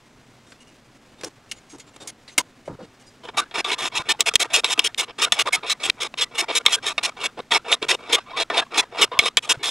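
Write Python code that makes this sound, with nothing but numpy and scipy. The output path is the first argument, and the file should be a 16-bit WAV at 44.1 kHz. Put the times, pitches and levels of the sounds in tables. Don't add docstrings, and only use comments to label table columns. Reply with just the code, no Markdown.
import sys
import numpy as np
from scipy import signal
from scipy.fft import rfft, irfft
from scipy.io import wavfile
from scipy.ndimage import uniform_filter1d

SR = 44100
rng = np.random.default_rng(int(sys.argv[2]) if len(sys.argv) > 2 else 0)


def file_out(sig):
    cols = np.atleast_2d(sig).T
    lim = np.clip(cols, -1, 1)
    pcm = np.round(lim * 32767).astype(np.int16)
    wavfile.write(sys.argv[1], SR, pcm)


N = 427769

SLICE_S, GRID_S, FADE_S = 0.0342, 0.0205, 0.0075
SIZE, LEAD = 4096, 1024
HZ = np.arange(SIZE // 2 + 1) * SR / SIZE
LOW_HZ, HIGH_HZ = 1500, 5000


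def undb(db):
    return 10 ** (np.asarray(db) / 20)


def shape(points, hz):
    f, db = np.transpose(points)
    return undb(np.interp(np.log(hz + 1), np.log(f), db))


def since(s, owner_s):
    block_s = (np.arange(SIZE) - LEAD) / SR
    into_slice_s = (owner_s - GRID_S) % SLICE_S + s - owner_s
    return block_s - into_slice_s[:, None]


def splice(blocks, seconds):
    out = np.zeros((2, N + 2 * SIZE))
    t = (np.arange(SIZE) - LEAD) / SR
    window = np.clip(np.minimum(t, SLICE_S - t) / FADE_S + 0.5, 0, 1)
    for block, s in zip(blocks, seconds):
        joint_s = GRID_S + (s - GRID_S) // SLICE_S * SLICE_S
        at = int(joint_s * SR) + SIZE - LEAD
        out[:, at:at + SIZE] += block * window
    return out[:, SIZE:SIZE + N]


def resonance(hz, width_hz):
    return 1 / (1 + 1j * (HZ ** 2 - hz ** 2) / (width_hz * (HZ + 1)))


def body(modes, wash, loud_hz, scatter_db, lift_db, own_db, own_width_hz, lag_s, spread_s):
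    f, width_hz, db = np.array(modes, float).T[:, :, None]
    chance = rng.standard_normal((len(loud_hz), 2, len(modes) + 1))
    near = np.exp(-(np.log(f.T / loud_hz[:, None]) / 0.085) ** 2)
    sign = (-1.0) ** np.arange(len(modes))
    gain = undb(db.T + scatter_db * chance[:, 0, 1:] + lift_db * near) * sign
    broad = shape(wash, HZ) + undb(own_db) * resonance(loud_hz[:, None], own_width_hz)
    lag = lag_s + spread_s * chance[:, 1]
    rings = resonance(f, width_hz)
    mid = gain @ rings + broad
    lagged = (gain * lag[:, 1:]) @ rings + lag[:, :1] * broad
    side = lagged * -1j * np.pi * HZ / (1 + HZ / 20000)
    return mid, side


def sound(push, response, dbs, measure):
    low = 1 / (1 + (HZ / LOW_HZ) ** 8)
    high = 1 - 1 / (1 + (HZ / HIGH_HZ) ** 16)
    octaves = np.log2(np.maximum(HZ / 10000.0, 1))
    dull = undb(0.54 * np.minimum(dbs[2] + 9.5, 0)[:, None] * octaves)
    mid, side = (rfft(push) * r * dull for r in response)
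    weight = 0
    for band, db in zip((1 - low - high, low, high), dbs):
        weight = weight + band * (undb(db) / measure(irfft(mid * band)))[:, None]
    mid, side = irfft(mid * weight), irfft(side * weight)
    return np.stack([mid + side, mid - side], axis=1)


def rub(table, response, grit_db, wander_db, swell):
    s, db, low_db, high_db, _ = np.transpose(table)
    size = (len(s), SIZE)
    clicks = rng.standard_normal(size) * undb(grit_db * rng.exponential(size=size).clip(0, 4))
    quick = uniform_filter1d(uniform_filter1d(rng.standard_normal(size), 130), 130) * 14
    rise_db = swell * np.gradient(db).clip(-10, 10)[:, None]
    place = ((np.arange(SIZE) - LEAD) / (SLICE_S * SR) - 0.5).clip(-0.5, 0.5)
    push = clicks * undb(wander_db * quick + rise_db * place)

    def slice_rms(x):
        return x[:, LEAD:LEAD + int(SLICE_S * SR)].std(axis=1)

    return splice(sound(push, response, (db, db + low_db, db + high_db), slice_rms), s)


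def knock(table, response, blow_db, crack_s, tail_s, ahead_s=FADE_S / 2):
    s, db, low_db, high_db, _, tail_db = np.transpose(table)
    owner_s = s + ahead_s
    t = since(s, owner_s)
    chatter = np.exp(-np.abs(t) / crack_s)
    tail = undb(tail_db)[:, None] * np.exp(-np.abs(t) / tail_s)
    blow = undb(blow_db) * (t < 1 / SR)
    push = (rng.standard_normal(t.shape) * (chatter + tail) + blow) * (t >= 0)

    def peak(x):
        return np.abs(x).max(axis=1)

    silent_before = np.clip(1 + t / 0.00055, 0, 1)[:, None]
    struck = sound(push, response, (db, db + low_db, db + high_db), peak)
    return splice(struck * silent_before, owner_s)


def shop():
    # (frequency [Hz], density [dB])
    air_points = [(13, -13), (22, -6), (49, -3.5), (80, -21.5), (118, 3), (152, -4), (179, -12), (319, -7),
                  (482, -8), (2080, -14.5), (7000, -24), (8260, -26.5), (16000, -44.5)]
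    # (centre [Hz], width [Hz], level [dB])
    hum_bands = [(119, 25, -77), (241, 46, -58.5)]
    air_rms_db = -53.5
    s = GRID_S + SLICE_S * (np.arange(-1, N / SR / SLICE_S) + 0.5)
    chance = rng.standard_normal((len(s), 2, 1))
    air = shape(air_points, HZ)
    air = air * undb(air_rms_db) / np.sqrt(np.mean(air ** 2))
    hum = 0
    for f, width_hz, db in hum_bands:
        hum = hum + undb(db) * np.sqrt(SR / np.pi / width_hz) / (1 + 2j * (HZ - f) / width_hz)
    drift_db = 0.9 * chance[:, 0] + 0.25 * chance[:, 1] * np.log2(HZ / 500 + 0.1)
    colour = np.hypot(air, np.abs(hum)) * undb(drift_db)
    mid, other = (rfft(rng.standard_normal((len(s), SIZE))) * colour for _ in range(2))
    side = irfft((-0.3j * mid + 0.4 * other) * HZ / (HZ + 9000))
    mid = irfft(mid)
    return splice(np.stack([mid + side, mid - side], axis=1), s)


def bench():
    # (time [s], level before decay [dB], pitch [Hz])
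    thumps = [(2.728, -32, 117.3), (3.996, -30.5, 132), (4.356, -28, 90), (5.321, -32, 201),
              (5.581, -38, 166), (5.896, -29.5, 245), (7.39, -40, 142), (9.188, -28.5, 111),
              (9.372, -41, 218), (9.573, -31.5, 129)]
    s, db, hz = np.transpose(thumps)
    owner_s = s + FADE_S / 2
    t = since(s, owner_s).clip(0)
    thump = undb(db)[:, None] * np.sin(2 * np.pi * hz[:, None] * t) * np.exp(-t / 0.0091)
    return splice(thump[:, None], owner_s)


def clamping():
    # (middle [s], mid-band level [dB],
    # block re level [dB], edge re level [dB], loudest ring [Hz])
    handling = [(0.482, -60.5, -3, -1, 3650), (0.516, -64, 0, 6, 243), (0.619, -54, -18, -4.5, 2860),
                (0.687, -57, -8, -5, 2850), (1.2, -55.5, 3, -11, 3650), (1.235, -51, 3, -9, 516),
                (1.269, -49.5, 10.5, 0.5, 327), (1.508, -57, -11, -2, 2800), (1.577, -56.5, -9, 0, 6870),
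                (1.713, -55.5, -21, 6.5, 6480), (1.748, -57.5, 16, 3, 296), (1.884, -58, 3, -2, 7200),
                (1.953, -59, -12, -3, 2840), (2.021, -45.5, 0.5, -3, 3700), (2.055, -58.5, 11, -3, 532),
                (2.09, -43.5, -6, -2, 9660), (2.295, -52, -10, -5, 2000), (2.329, -57, -4, 2, 6260),
                (2.397, -36, 6.5, -3, 980), (2.671, -54.5, -7, -3.5, 3000), (2.705, -68, 33, -4, 130),
                (2.739, -70.5, 30, -6, 124), (2.808, -58.5, 20, -13, 514), (2.842, -55, 14, -9, 190),
                (3.013, -60.5, -5, 1, 2920), (3.081, -60, -13, 4, 4900)]
    # (time [s], mid-band peak [dB], thud re peak [dB], edge re peak [dB],
    # loudest ring [Hz], tail re chatter [dB])
    ticks = [(0.5208, -36.5, -6, -23, 1500, -20), (1.211, -33, -5, -3, 533, -20),
             (1.2349, -25.5, 1, -1, 5460, -22), (1.2449, -29, 1, 8, 5400, -15),
             (1.514, -21, -20.5, -1.5, 2870, 2), (1.5276, -35, -19, -6, 2780, -26),
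             (1.784, -45.5, 2, 5, 401, -20), (1.7952, -33, -17, 2.5, 6840, -20),
             (1.9623, -38, 4, -2, 554, -20), (2.074, -29, -29, 10, 6480, -11),
             (2.279, -32.5, -17, -16, 4100, -7), (2.379, -1, -14, -0.5, 2180, -32),
             (2.677, -46, 26, -15, 590, -9)]
    # (frequency [Hz], width [Hz], gain [dB])
    clamp_modes = [(115.7, 14, -6), (265, 83, -12), (292, 26, -3), (509, 77, 6), (1012, 220, -26),
                   (1483, 34, -1), (2070, 38, -15.5), (2160, 68, 1), (2870, 25, -7), (3230, 33, -4),
                   (3800, 25, -10), (4220, 39, -12), (4500, 130, -17), (5080, 79, -21), (5600, 120, -12),
                   (6500, 45, 2), (7030, 93, -14.5), (7580, 130, -1), (9200, 111, -14.5), (9750, 90, -14)]
    # (frequency [Hz], gain [dB])
    clamp_wash = [(80, -32), (300, 1.5), (1500, -8.5), (5000, -8), (9000, -10), (12000, -23), (15500, -32)]
    steel = dict(modes=clamp_modes, wash=clamp_wash, scatter_db=3.0, lift_db=3.0, lag_s=15e-6, spread_s=12e-6)
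    rubbed = body(loud_hz=np.array(handling)[:, 4], own_db=13.0, own_width_hz=45.0, **steel)
    ticked = body(loud_hz=np.array(ticks)[:, 4], own_db=2.0, own_width_hz=120.0, **steel)
    return (rub(handling, rubbed, grit_db=3.0, wander_db=0.0, swell=0.2)
            + knock(ticks, ticked, blow_db=2.0, crack_s=0.0061, tail_s=0.049))


def stroke_slices():
    # (lands [s], bites hardest [s], mid-band level there [dB], build-up [dB per slice],
    # drop on lifting [dB], plate and block re level [dB], edge hiss re level [dB], loudest ring [Hz])
    strokes = [(3.252, 3.252, -44.5, 0, 2, 4.5, -13.5, 3100), (3.355, 3.389, -22, 30, 20, 0.5, -6, 2300),
               (3.56, 3.594, -25, 3, 36, -3.5, -10.5, 2330),
               (3.663, 3.731, -22.5, 4, 30, -6.5, -11.5, 3470), (3.8, 3.868, -26, 2, 38, -5, -7.5, 3470),
               (3.936, 3.971, -22.5, 14.5, 11, -8.5, -8.5, 2650),
               (4.073, 4.107, -17.5, 23, 31, -11, -8.5, 3060), (4.21, 4.21, -33.5, 0, 29, 1.5, -11, 3340),
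               (4.278, 4.278, -19, 0, 27.5, -9, -7.5, 2570), (4.415, 4.415, -20, 0, 19.5, -9.5, -4, 3500),
               (4.518, 4.552, -16, 21.5, 7.5, -12.5, -5.5, 2560),
               (4.689, 4.723, -22, 8, 29.5, -10, -4.5, 3460), (4.826, 4.86, -20, 18, 31.5, -16, -5.5, 3190),
               (4.997, 4.997, -21.5, 0, 11, -12.5, -5, 3660), (5.099, 5.099, -42.5, 0, 27, 2.5, -22, 2270),
               (5.202, 5.236, -18, 10.5, 21.5, -9.5, -5.5, 3430),
               (5.339, 5.407, -18, 15, 42, -10, -8, 2780), (5.475, 5.475, -30.5, 0, 21.5, 5.5, -13, 930),
               (5.544, 5.544, -18, 0, 24, -13.5, -7, 3490), (5.646, 5.646, -36, -2, 30, 3, -22, 2460),
               (5.681, 5.715, -19.5, 11, 37, -15, -6.5, 3400),
               (5.817, 5.852, -23, 15, 9.5, -10.5, -7, 3330),
               (5.988, 6.023, -25.5, 24.5, 6.5, -8.5, -6.5, 3800),
               (6.194, 6.228, -19.5, 7, 37.5, -15.5, -8.5, 2910),
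               (6.33, 6.399, -20.5, 14.5, 16.5, -11, -5, 2770), (6.501, 6.501, -27, 0, 12, 0.5, -21, 2340),
               (6.536, 6.57, -19, 14.5, 27.5, -13, -5, 3780),
               (6.707, 6.741, -18.5, 10, 27, -15, -5.5, 3230), (6.843, 6.878, -23, 11, 8.5, -9.5, -7, 3800),
               (7.014, 7.049, -22, 29, 13.5, -11, -5, 4120), (7.185, 7.254, -23, 9.5, 31, -8.5, -9, 2250),
               (7.391, 7.391, -42, 0, 28, 11, -17, 460), (7.527, 7.562, -18.5, 2.5, 38, -3.5, -9.5, 2290),
               (7.664, 7.733, -17.5, 12, 38, -7.5, -10.5, 3590),
               (7.835, 7.835, -36, 0, 16.5, 5.5, -12, 2300),
               (7.904, 7.904, -17.5, -1, 8.5, -9.5, -7.5, 2620), (8.006, 8.075, -44, 3, 30, 2.5, -17, 2290),
               (8.109, 8.143, -14.5, 16.5, 21, -10, -9, 3240), (8.211, 8.211, -48, 0, 30, -4, -16, 1510),
               (8.28, 8.314, -43, 8, 30, 3, -30, 2310), (8.348, 8.348, -45.5, 0, 30, 11, -28, 1060),
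               (8.382, 8.417, -21.5, 4, 44, -5.5, -13, 2310),
               (8.519, 8.588, -17.5, 10, 20.5, -4.5, -15.5, 3630),
               (8.724, 8.793, -16, 13, 26.5, -8, -7, 2670),
               (8.93, 9.032, -13.5, 12, 39.5, -8.5, -8.5, 2300), (9.135, 9.169, -44, -3, 29, 12, -26, 990),
               (9.237, 9.272, -21, 7, 39, -5.5, -10, 3720), (9.443, 9.443, -37, 0, 8, -4.5, -7.5, 3300),
               (9.511, 9.511, -17, 2, 28.5, -10.5, -4.5, 3300), (9.614, 9.614, -47.5, 0, 30, 5, -25, 404),
               (9.648, 9.682, -24, 0, 40, -10, -8, 3540)]
    plate_share, edge_share = (0.55, 0.98), (0.41, 0.28)
    plate_top_db, edge_floor_db = (9.5, 6.5), -17
    linger_db, die_db = -58, 19
    clean_db = 10
    light_hz = 2272
    free_hz, free_gap_db, free_scatter = (1050, 1458), (36, 18), 0.22
    rows = {}
    chance = rng.standard_normal((len(strokes), 2))
    for stroke, luck in zip(strokes, chance):
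        lands_s, bites_s, db, build_db, drop_db, plate_db, edge_db, loud_hz = stroke
        first, top = (int((s - GRID_S) // SLICE_S) for s in (lands_s, bites_s))
        gaps_db = {k: build_db * (top - k) for k in range(first, top + 1)}
        gaps_db[top + 1] = drop_db
        if drop_db >= clean_db:
            gaps_db[top + 2] = max(drop_db + die_db, db - linger_db)
        for k, gap_db in gaps_db.items():
            lifted = int(k > top)
            ring_hz = loud_hz if gap_db < 9 else light_hz
            if gap_db > free_gap_db[lifted]:
                ring_hz = free_hz[lifted] * np.exp(free_scatter * luck[k % 2])
            middle_s = GRID_S + (k + 0.5) * SLICE_S
            level_db = db - gap_db
            plate = min(plate_db + plate_share[lifted] * gap_db, max(plate_db, plate_top_db[lifted]))
            edge = max(edge_db - edge_share[lifted] * gap_db, min(edge_db, edge_floor_db))
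            if middle_s < N / SR and level_db > rows.get(k, (0, -np.inf))[1]:
                rows[k] = (middle_s, level_db, plate, edge, ring_hz)
    return np.array([rows[k] for k in sorted(rows)])


def filing():
    # (time [s], mid-band peak [dB], thud re peak [dB], edge re peak [dB],
    # loudest ring [Hz], tail re chatter [dB], 1 if caught in the last moment of a slice: only a dry tick is left)
    knocks = np.array([(3.2884, -27.5, -1, -24, 2250, -20, 0), (3.3755, -23, 5.5, -15, 2340, -18, 0),
                       (3.5117, -31.5, -3, -16, 2780, -17, 0), (3.6451, -11.5, -11, -10, 3900, -20, 0),
                       (4.2066, -3.5, -38, 5.5, 3600, -26, 0), (4.338, -18.5, -5, -3, 3280, -17, 0),
                       (4.3556, 1, -24, 2, 3530, -24, 0), (4.6356, -22, 3, -9, 2320, -26, 0),
                       (4.6444, -4, -13, -8, 3840, -12, 0), (4.777, -22.5, 1.5, -12, 2660, -4, 0),
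                       (4.793, 0, -24, -3.5, 3420, -36, 0), (4.9458, -5.5, -34, -15, 2860, -21, 1),
                       (5.2493, -6, -24, -8, 3670, -27, 0), (5.3213, 1.5, -16.5, -7.5, 3440, -23.5, 0),
                       (5.474, -16, -2, -10.5, 2220, -20, 0), (5.899, 0.5, -36, -12.5, 2480, -26, 0),
                       (6.1404, -19, 1.5, -19, 2280, -18, 1), (6.6523, -18.5, -0.5, -4, 2790, -19, 0),
                       (6.6623, 4, -20, -7, 3520, -26, 0), (6.6815, -13.5, -3, -25.5, 3650, -29, 0),
                       (6.98, -7.5, -9.5, -17.5, 2760, -12, 0), (7.4032, -27.5, 2, -21, 3800, -23, 0),
                       (7.5197, -7.5, -14, -16, 3580, -21, 0), (7.7261, -4, -26, -22, 3300, -36, 0),
                       (7.8266, -13, -6, -14, 2360, -16, 0), (7.9093, -6.5, -22, -25, 2700, -4, 0),
                       (8.5004, -10, -0.5, -14, 2260, -30, 0), (9.1155, -27, 7, -19, 2250, -10, 0),
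                       (9.1904, 1.5, -18, -6.5, 3540, -23.5, 0), (9.371, 1.5, -18.5, -7, 3210, -17, 0),
                       (9.4945, -24, -12, -13, 3360, -25, 0)])
    # (frequency [Hz], width [Hz], gain [dB])
    file_modes = [(314.5, 143, -14.5), (469.3, 60.4, -2.5), (684.5, 78, -6), (942, 89, -3.5),
                  (1022.4, 22, -2), (1180, 65, 1), (1445, 22, -11.5), (1794, 37, -1.5), (1983, 46, -10.5),
                  (2205, 82, 2.5), (2580, 300, -4.5), (2852, 150, 1), (3253, 97, -3), (3418, 52, 3.5),
                  (3671, 63, 1.5), (3994, 87, -1), (4316, 30, -11.5), (4696, 130, -14), (5316, 63, -2.5),
                  (6060, 50, -7.5), (6600, 1200, -23.5), (7740, 140, -8), (8490, 130, -18.5),
                  (9460, 110, -13.5), (9960, 200, -19.5), (11170, 67, -15)]
    # (frequency [Hz], gain [dB])
    file_wash = [(150, -47), (400, -23), (1500, -10), (3000, -10.5), (4600, -11.5), (8000, -13),
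                 (11500, -22.5), (12300, -32.5), (15500, -48)]
    ports = dict(lag_s=20e-6, spread_s=20e-6)
    slices = stroke_slices()
    level_db = slices[:, 1:2]
    free_db = -0.3 * (level_db + 20)
    stroked = body(file_modes, file_wash, slices[:, 4], scatter_db=3.5, lift_db=2.0,
                   own_db=free_db, own_width_hz=90.0, **ports)
    stutter_db = 1.1 + 0.071 * (level_db.max() - level_db)
    crack_wash = [(hz, db + 1.5) for hz, db in file_wash]
    struck = body(file_modes, crack_wash, knocks[:, 4], scatter_db=3.0, lift_db=2.0,
                  own_db=2.0, own_width_hz=200.0, **ports)
    ahead_s = np.where(knocks[:, 6] > 0.5, -1, 1) * FADE_S / 2
    return (rub(slices, stroked, grit_db=3.0, wander_db=stutter_db, swell=0.34)
            + knock(knocks[:, :6], struck, blow_db=14.0, crack_s=0.0021, tail_s=0.042, ahead_s=ahead_s))


def scene():
    return filing() + clamping() + bench() + shop()


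def record(dry):
    left, right = np.clip(dry, -1, 1)
    high_pass = signal.butter(1, 1400.0, "high", fs=SR, output="sos")
    side = signal.sosfiltfilt(high_pass, left - right) / 2
    both = np.clip((left + right) / 2 + np.array([side, -side]), -1, 1)
    top_cut = signal.ellip(8, 0.2, 60, 15700, fs=SR, output="sos")
    return signal.sosfilt(top_cut, both)


dry = scene()
out = record(dry)
file_out(out)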